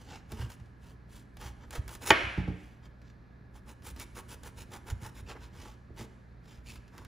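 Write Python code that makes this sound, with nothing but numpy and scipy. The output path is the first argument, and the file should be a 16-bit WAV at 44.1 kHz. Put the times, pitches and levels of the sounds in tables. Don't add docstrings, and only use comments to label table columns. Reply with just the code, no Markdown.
import sys
import numpy as np
from scipy import signal
from scipy.fft import rfft, irfft
from scipy.io import wavfile
from scipy.ndimage import uniform_filter1d

SR = 44100
rng = np.random.default_rng(int(sys.argv[2]) if len(sys.argv) > 2 else 0)


def unload_audio(sound):
    columns = np.transpose(np.atleast_2d(sound))
    steps = np.round(np.clip(columns, -1, 1) * 32767)
    wavfile.write(sys.argv[1], SR, steps.astype(np.int16))


N = 311777
T = np.arange(N) / SR

# t/s, length/s, level/dB, hollow flesh/dB, hiss/dB (the last two on top of the level)
STROKES = [(.282, .093, -58, 2, -3.5), (.334, 0.16, -60, 8.5, -1), (.474, .09, -62.5, 1, 2),
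           (1.07, .18, -65.5, 1, 1), (1.37, .16, -54.5, 3.5, -3.5), (1.704, .1, -52.5, 5, -1.5),
           (1.868, .12, -57.5, 4, 3.5), (2.0, .09, -53.5, 5.5, 2.5), (2.05, 0.086, -40, 0, 2),
           (3.527, 0.081, -66, 4, -1), (3.651, 0.096, -61.5, 5, -1), (3.823, .11, -55, 0.5, 3),
           (3.976, 0.076, -51, -2.5, -0.5), (4.143, 0.077, -53.5, 6, 3), (4.275, 0.092, -55, 2, 2.5),
           (4.422, 0.086, -56, 5.5, 2.5), (4.555, 0.099, -55, 0.5, 0), (4.698, 0.1, -55, 6.5, 0),
           (4.851, 0.09, -55.5, 6, -0.5), (4.995, 0.12, -57, 9, 1.5), (5.137, 0.09, -58, 2, -1)]
SCUFFS = [(-.03, .1, -65, 2, -4), (.04, .18, -56, 2, -12), (.79, 0.17, -66.5, 2.5, -3.5),
          (1.588, .091, -69, 10, -13), (2.46, 0.36, -71, -3, -4.5), (2.815, 0.073, -68, 5, -10),
          (3.01, 0.14, -71.5, -3.5, -22), (5.263, 0.087, -52.5, 5, -9), (5.342, 0.043, -70.5, 21, -11),
          (5.387, .11, -61, 2, -6.5), (5.5, 0.27, -59, 3.5, -5.5), (5.95, .12, -55, 3.5, -3.5),
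          (6.41, 0.22, -66.5, 0, -7), (6.633, 0.16, -59.5, -3, -1), (6.9, .17, -67.5, 10, -4)]
# f/Hz, level/dB
FLESH_TONE = [(150, -12), (300, -1), (480, 2.5), (690, -6), (850, 0), (1080, -2.5), (1280, -5.5),
              (1500, -3.5), (1800, -5.5), (2050, -7.5), (2600, -20), (5000, -50)]
RIND_TONE = [(900, -34.5), (1700, -6.5), (2200, -1), (3000, -0.5), (3700, -2), (4400, -6), (5100, -3.5),
             (6000, -7), (7000, -7.5), (8500, -20), (12000, -34.5)]
EDGE_TONE = [(3500, -46.5), (6500, -5.5), (8500, 2.5), (10500, 0.5), (14500, -5), (16000, -1.5)]
# f/Hz, width/Hz, level/dB
HOLLOW_NOTES = [(880, 90, 2), (1260, 110, -0.5)]
# t/s, level/dB
SNAPS = [(.3187, -36), (.5013, -43), (0.5174, -46), (0.599, -62), (0.6577, -72), (1.3691, -46),
         (1.412, -41.5), (1.707, -37.5), (1.754, -37), (1.8791, -36.5), (1.8914, -39.5), (1.9507, -38),
         (2.0204, -40), (2.062, -31), (2.855, -59.5), (3.016, -62.5), (3.1, -67.5), (3.8215, -57.5),
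         (3.962, -46), (3.973, -53), (3.9974, -33), (4.155, -54), (4.4335, -42.5), (4.719, -46.5),
         (4.9008, -36.5), (5.0479, -42.5), (5.99, -42.5), (6.757, -47), (6.8789, -61.5), (6.979, -43.5),
         (7.0481, -46.5)]
# f/Hz, level/dB
TICK_TONE = [(1500, -15.5), (4000, -11), (7000, -1), (10000, -2), (14000, -4.5), (16000, -4.5)]
WOODY_TONE = [(200, -6.5), (500, 0.5), (900, 2), (1600, 1), (3000, -4), (5000, -6.5), (7000, -11),
              (11000, -28.5)]
# t/s, level/dB, contact time/s
KNOCKS = [(2.1047, 0, .00012), (2.1078, -20, .00017), (2.1168, -19, .00019)]
# f/Hz, level/dB, t60/s (the time to fade by 60 dB)
BOARD_NOTES = [(167, -21.4, 0.044), (315, -23.9, 0.13), (387, -20.7, 0.113), (509, -17.6, 0.067),
               (605, -25.7, 0.055), (659, -24.5, 0.13), (812, -10.2, 0.033), (880, -6.8, 0.043),
               (1132, -20.2, 0.13), (1298, -12.4, 0.012), (1462, -22.7, 0.121), (1528, -24.8, 0.13),
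               (1786, -10.5, 0.019), (1830, -22.4, 0.13), (1858, -19.8, 0.117), (2027, -19.7, 0.088),
               (2205, -18.9, 0.098), (2408, -10.8, 0.049), (2462, -7.9, 0.022), (2783, -16.0, 0.019),
               (2983, -17.1, 0.071), (3081, -29.5, 0.13), (3219, -14.8, 0.026), (3660, -17.4, 0.025),
               (4057, -19.0, 0.014), (4701, -23.9, 0.044), (5442, -21.2, 0.018), (6507, -16.7, 0.015),
               (7008, -18.3, 0.017), (7500, -19.7, 0.012)]
# f/Hz, level/dB
CRACK_TONE = [(100, -12), (400, -3.5), (900, -10), (1400, -2.5), (2300, -0.5), (3000, -4.5), (3800, -11),
              (5000, -15.5), (7000, -22.5), (9000, -36), (15000, -39.5)]
# t/s, level/dB, contact time/s,
# share of ring time the hands leave (0-1)
BUMPS = [(0.319, -38, 0.0013, 1), (.332, -36.5, 0.0025, 1), (.386, -24.5, 0.0073, 0.86),
         (0.413, -27, 0.0061, 1), (.429, -27.5, 0.0058, 1), (0.601, -37, 0.006, 1), (.94, -43, 0.0075, 0.8),
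         (1.445, -34.5, 0.0073, 1), (1.494, -36, 0.0068, .6), (1.779, -13.5, 0.0064, 0.31),
         (2.105, -25, 0.0018, 0.6), (2.227, -27.5, 0.0084, 1), (2.26, -36.5, 0.0029, 1),
         (3.922, -36, 0.0085, 0.97), (4.91, -17.5, 0.0088, 0.68), (5.016, -35.5, 0.0031, 0.9),
         (5.212, -29.5, 0.0067, 0.6), (5.902, -41.5, 0.0014, 0.63), (5.993, -39.5, .001, 0.82),
         (6.011, -37, .0017, 0.6), (6.57, -35, 0.011, 1), (6.772, -42.5, 0.0073, 0.84)]
# f/Hz, level/dB, t60/s
COUNTER_NOTES = [(60, -8, 0.36), (91, -4, 0.21), (115.8, -2, 0.18), (173, -3, 0.05), (224.4, -7.5, 0.2),
                 (328, -3, 0.061), (436, -3, 0.071), (620, -7.5, 0.055), (840, -9, 0.055)]
# f/Hz, level/dB
RUMBLE_TONE = [(20, -21), (48, 4.5), (75, 6.0), (130, -6.0), (250, -6.5), (420, -16.5), (900, -46)]
# t/s, level/dB, contact time/s
FLOPS = [(2.376, -26, 0.0013), (2.477, -29, 0.001)]
# f/Hz, level/dB, t60/s
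SLICE_NOTES = [(55, -2.5, 0.27), (87.7, -2.5, 0.27), (126, -2.5, 0.23), (180, -1, 0.28), (234, -9.5, 0.2),
               (299, -4, 0.14), (392, -9, 0.084), (477, -18, 0.053)]
# f/Hz, level/dB
SLAP_TONE = [(150, -11), (400, 0.5), (620, -6), (820, -1), (1200, -17), (4000, -28), (12000, -45)]
# t/s, length/s, level/dB, f/Hz
SKIDS = [(0.103, 0.077, -60.5, 2700), (0.114, 0.074, -51.5, 820), (0.344, 0.15, -57, 2920),
         (.40, 0.036, -53.5, 1660), (5.251, 0.096, -56.5, 2650), (6.647, 0.083, -55.5, 2570),
         (6.686, 0.042, -60, 3060), (6.76, 0.024, -61, 2650)]
# f/Hz, t60/s
ECHO_TIMES = [(100, 0.22), (500, 0.68), (2200, 0.89), (5000, 0.82), (9000, 0.92), (16000, 0.091)]
# f/Hz, level/dB
ECHO_TONE = [(60, -5.5), (300, 0), (700, -1), (1300, -4.5), (2300, -3), (3200, -6), (4500, -7.5),
             (8000, -8.5), (16000, -5.5)]
SIDE_TONE = [(60, -1.5), (300, -2.0), (800, 6.0), (1300, 11.0), (2400, 3.5), (4400, -10.5),
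             (8000, -5.5), (16000, 12.5)]
# f/Hz, level/dB
HUM_NOTES = [(59.3, -58.5), (118.8, -58.5), (181, -75)]
AIR_TONE = [(25, -17.5), (50, -2), (70, 0), (90, -12), (120, -6), (200, -4), (300, -16.5), (600, -21.5),
            (1400, -34.5), (2400, -31), (3000, -41), (4200, -37), (8000, -57), (11000, -68.5),
            (15000, -83.5)]
FAN_TONE = [(60, 2), (250, 0), (700, -9.5), (1400, -9), (2000, -14), (3200, -41.0), (8000, -51.5),
            (15000, -71.5)]


def sawing():
    fibres = deepening_cut(tearing(per_s=3000, spread_db=3.0, smooth=.45))
    rind, edge = unit(colour(fibres, RIND_TONE)), unit(colour(fibres, EDGE_TONE))
    flesh = unit(colour(tearing(per_s=1500, spread_db=3.5, smooth=.5), FLESH_TONE))
    catching = undb(1.5 * wander(170))
    return catching * (slides(STROKES, flesh, rind, edge) + slides(SCUFFS, flesh, rind, edge))


def tearing(per_s, spread_db, smooth):
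    size = undb(spread_db * np.minimum(rng.exponential(size=N), 4))
    breaks = (rng.random(N) < per_s / SR) * size * rng.choice([-1, 1], N)
    return unit(unit(breaks) + smooth * rng.standard_normal(N))


def deepening_cut(x, depth=.2, count=6):
    lags = rng.integers(20, 190, count)
    return unit(x + depth * sum(wander(9) * np.roll(x, lag) for lag in lags))


def slides(rows, flesh, rind, edge):
    out = np.zeros(N)
    grips = np.exp(0.098 * rng.standard_normal((len(rows), len(HOLLOW_NOTES))))
    for (s, length, db, flesh_db, hiss_db), grip in zip(rows, grips):
        now = (T > s) & (T < s + length)
        speed = np.abs(np.sin(np.pi * (T[now] - s) / length))
        notes = sum(undb(note_db) * resonate(flesh[now], hz * shift, width)
                    for (hz, width, note_db), shift in zip(HOLLOW_NOTES, grip))
        rasp = undb(flesh_db) * unit(flesh[now] + notes) + rind[now] + undb(hiss_db) * edge[now]
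        out[now] += undb(db) * speed ** 1.5 * rasp
    return out


def spike_snaps():
    tick, wood = np.zeros(N), np.zeros(N)
    for s, db in SNAPS:
        wood_db = -44.5 + .55 * (db + 36)
        add(tick, s, undb(db) * burst(t60=0.014) * (1 - fade(.004)))
        add(wood, s, undb(wood_db) * burst(t60=0.056) * (1 - fade(0.0017)))
    return undb(-2) * colour(tick, TICK_TONE) + colour(wood, WOODY_TONE)


def blade_knock():
    force = np.zeros(N)
    for s, db, contact in KNOCKS:
        add(force, s, undb(db) * push(contact))
    bang = through(force, ring(BOARD_NOTES))
    crack = undb(-23.5) * bang + undb(3.0) * colour(force, CRACK_TONE)
    return bang, crack


def fruit_bumps():
    out = np.zeros(N)
    for s, db, contact, share in BUMPS:
        add(out, s, undb(db) * through(ring(COUNTER_NOTES, share), push(contact)))
    return out


def slice_falls():
    force, slap = np.zeros(N), np.zeros(N)
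    for s, db, contact in FLOPS:
        add(force, s, undb(db) * push(contact))
        add(slap, s, undb(db - 14) * burst(t60=0.16))
    return through(force, ring(SLICE_NOTES)) + colour(slap, SLAP_TONE)


def rind_skids():
    out, slips = np.zeros(N), tearing(per_s=500, spread_db=3.5, smooth=0.06)
    for s, length, db, hz in SKIDS:
        rub, width = slips[int(s * SR):][:int(length * SR)], .18 * hz
        squeak = resonate(resonate(rub, hz, width), hz, width)
        squeak += undb(-8.5) * resonate(rub, 1.73 * hz, width)
        squeak += undb(-12.5) * resonate(rub, 2.69 * hz, width)
        add(out, s, undb(db) * unit(squeak) * signal.windows.tukey(len(rub), .7))
    return out


def counter_rumble(cuts, push_s=0.075, rest_db=-63.5, most_db=-51):
    rumble = colour(rng.standard_normal(N), RUMBLE_TONE)
    effort = np.sqrt(np.abs(uniform_filter1d(cuts ** 2, int(push_s * SR))))
    return np.minimum(undb(rest_db) + undb(1) * effort, undb(most_db)) * rumble


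def kitchen_echo():
    spectrum, hz = rfft(rng.standard_normal(SR)), np.fft.rfftfreq(SR, 1 / SR)
    centres_hz = np.geomspace(100, 16000, 9)
    tail = np.zeros(SR)
    for centre, weights in zip(centres_hz, np.eye(len(centres_hz))):
        band = irfft(spectrum * look_up(np.c_[centres_hz, weights], hz), SR)
        tail += band * fade(look_up(ECHO_TIMES, centre))
    tail *= np.clip((T[:SR] - .003) / 0.0013, 0, 1)
    return colour(tail / np.linalg.norm(tail), ECHO_TONE)


def fridge():
    hum = sum(np.sqrt(2) * undb(db) * np.sin(2 * np.pi * hz * T + .25 * wander(1.6))
              for hz, db in HUM_NOTES)
    air = undb(-58.5) * colour(rng.standard_normal(N), AIR_TONE) * undb(0.52 * wander(4.1))
    whine = undb(-74.5) * unit(resonate(resonate(rng.standard_normal(N), 1690, 110), 1690, 170))
    fan = undb(-61.5) * np.array([colour(rng.standard_normal(N), FAN_TONE) for _ in range(2)])
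    return hum + air + whine + fan


def push(contact_s):
    count = max(int(contact_s * SR), 1)
    force = np.sin(np.pi * (np.arange(count) + .5) / count)
    return force / force.sum()


def ring(notes, share=1):
    return sum((-1) ** k * undb(db) * np.sin(2 * np.pi * hz * T[:SR]) * fade(t60 * share)
               for k, (hz, db, t60) in enumerate(notes))


def resonate(x, hz, width_hz):
    return signal.lfilter(*signal.iirpeak(hz, hz / width_hz, fs=SR), x)


def colour(x, tone, size=4096):
    cepstrum = irfft(np.log(undb(look_up(tone, np.fft.rfftfreq(size, 1 / SR)))))
    cepstrum[1:size // 2] *= 2
    cepstrum[size // 2 + 1:] = 0
    response = irfft(np.exp(rfft(cepstrum)))
    return through(x, response / np.linalg.norm(response))


def through(x, response):
    return signal.fftconvolve(x, response)[:len(x)]


def look_up(table, hz):
    freqs, values = np.transpose(table)
    return np.interp(np.log(hz + 1), np.log(freqs), values)


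def wander(per_s):
    hold = max(int(SR / per_s), 1)
    steps = np.repeat(rng.standard_normal(N // hold + 1), hold)
    return unit(uniform_filter1d(steps, hold)[:N])


def fade(t60):
    return np.exp(-np.log(1000) * T[:SR] / t60)


def burst(t60):
    return rng.standard_normal(SR) * fade(t60)


def add(track, s, sound):
    start = max(int(s * SR), 0)
    track[start:start + len(sound)] += sound[:N - start]


def undb(db):
    return 10 ** (np.asarray(db) / 20)


def unit(x):
    return x / np.sqrt(np.mean(x ** 2))


def scene():
    cuts = sawing() + spike_snaps() + rind_skids()
    thuds = fruit_bumps() + counter_rumble(cuts) + slice_falls()
    bang, crack = blade_knock()
    into_room = undb(-14.5) * cuts + crack + undb(-11.5) * thuds
    side = colour(through(into_room, kitchen_echo()), SIDE_TONE)
    echo = through(into_room, kitchen_echo()) + undb(-2.0) * side * np.array([[1], [-1]])
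    return cuts + bang + thuds + echo + fridge()


def record(dry):
    left, right = dry
    lows = signal.sosfilt(signal.butter(1, 2800, fs=SR, output="sos"), left)
    left = left + (undb(-1.82) - 1) * lows
    for hz, sharpness in [(8550, 10), (12150, 8), (15800, 14)]:
        _, poles = signal.iirnotch(hz, sharpness, fs=SR)
        left = signal.lfilter(poles[::-1], poles, left)
    stereo = np.clip(undb(0.73) * np.array([left, right]), -1, 1)
    top_cut = signal.ellip(8, .2, 70, 15450, fs=SR, output="sos")
    return signal.sosfilt(top_cut, stereo)


dry = scene()
out = record(dry)
unload_audio(out)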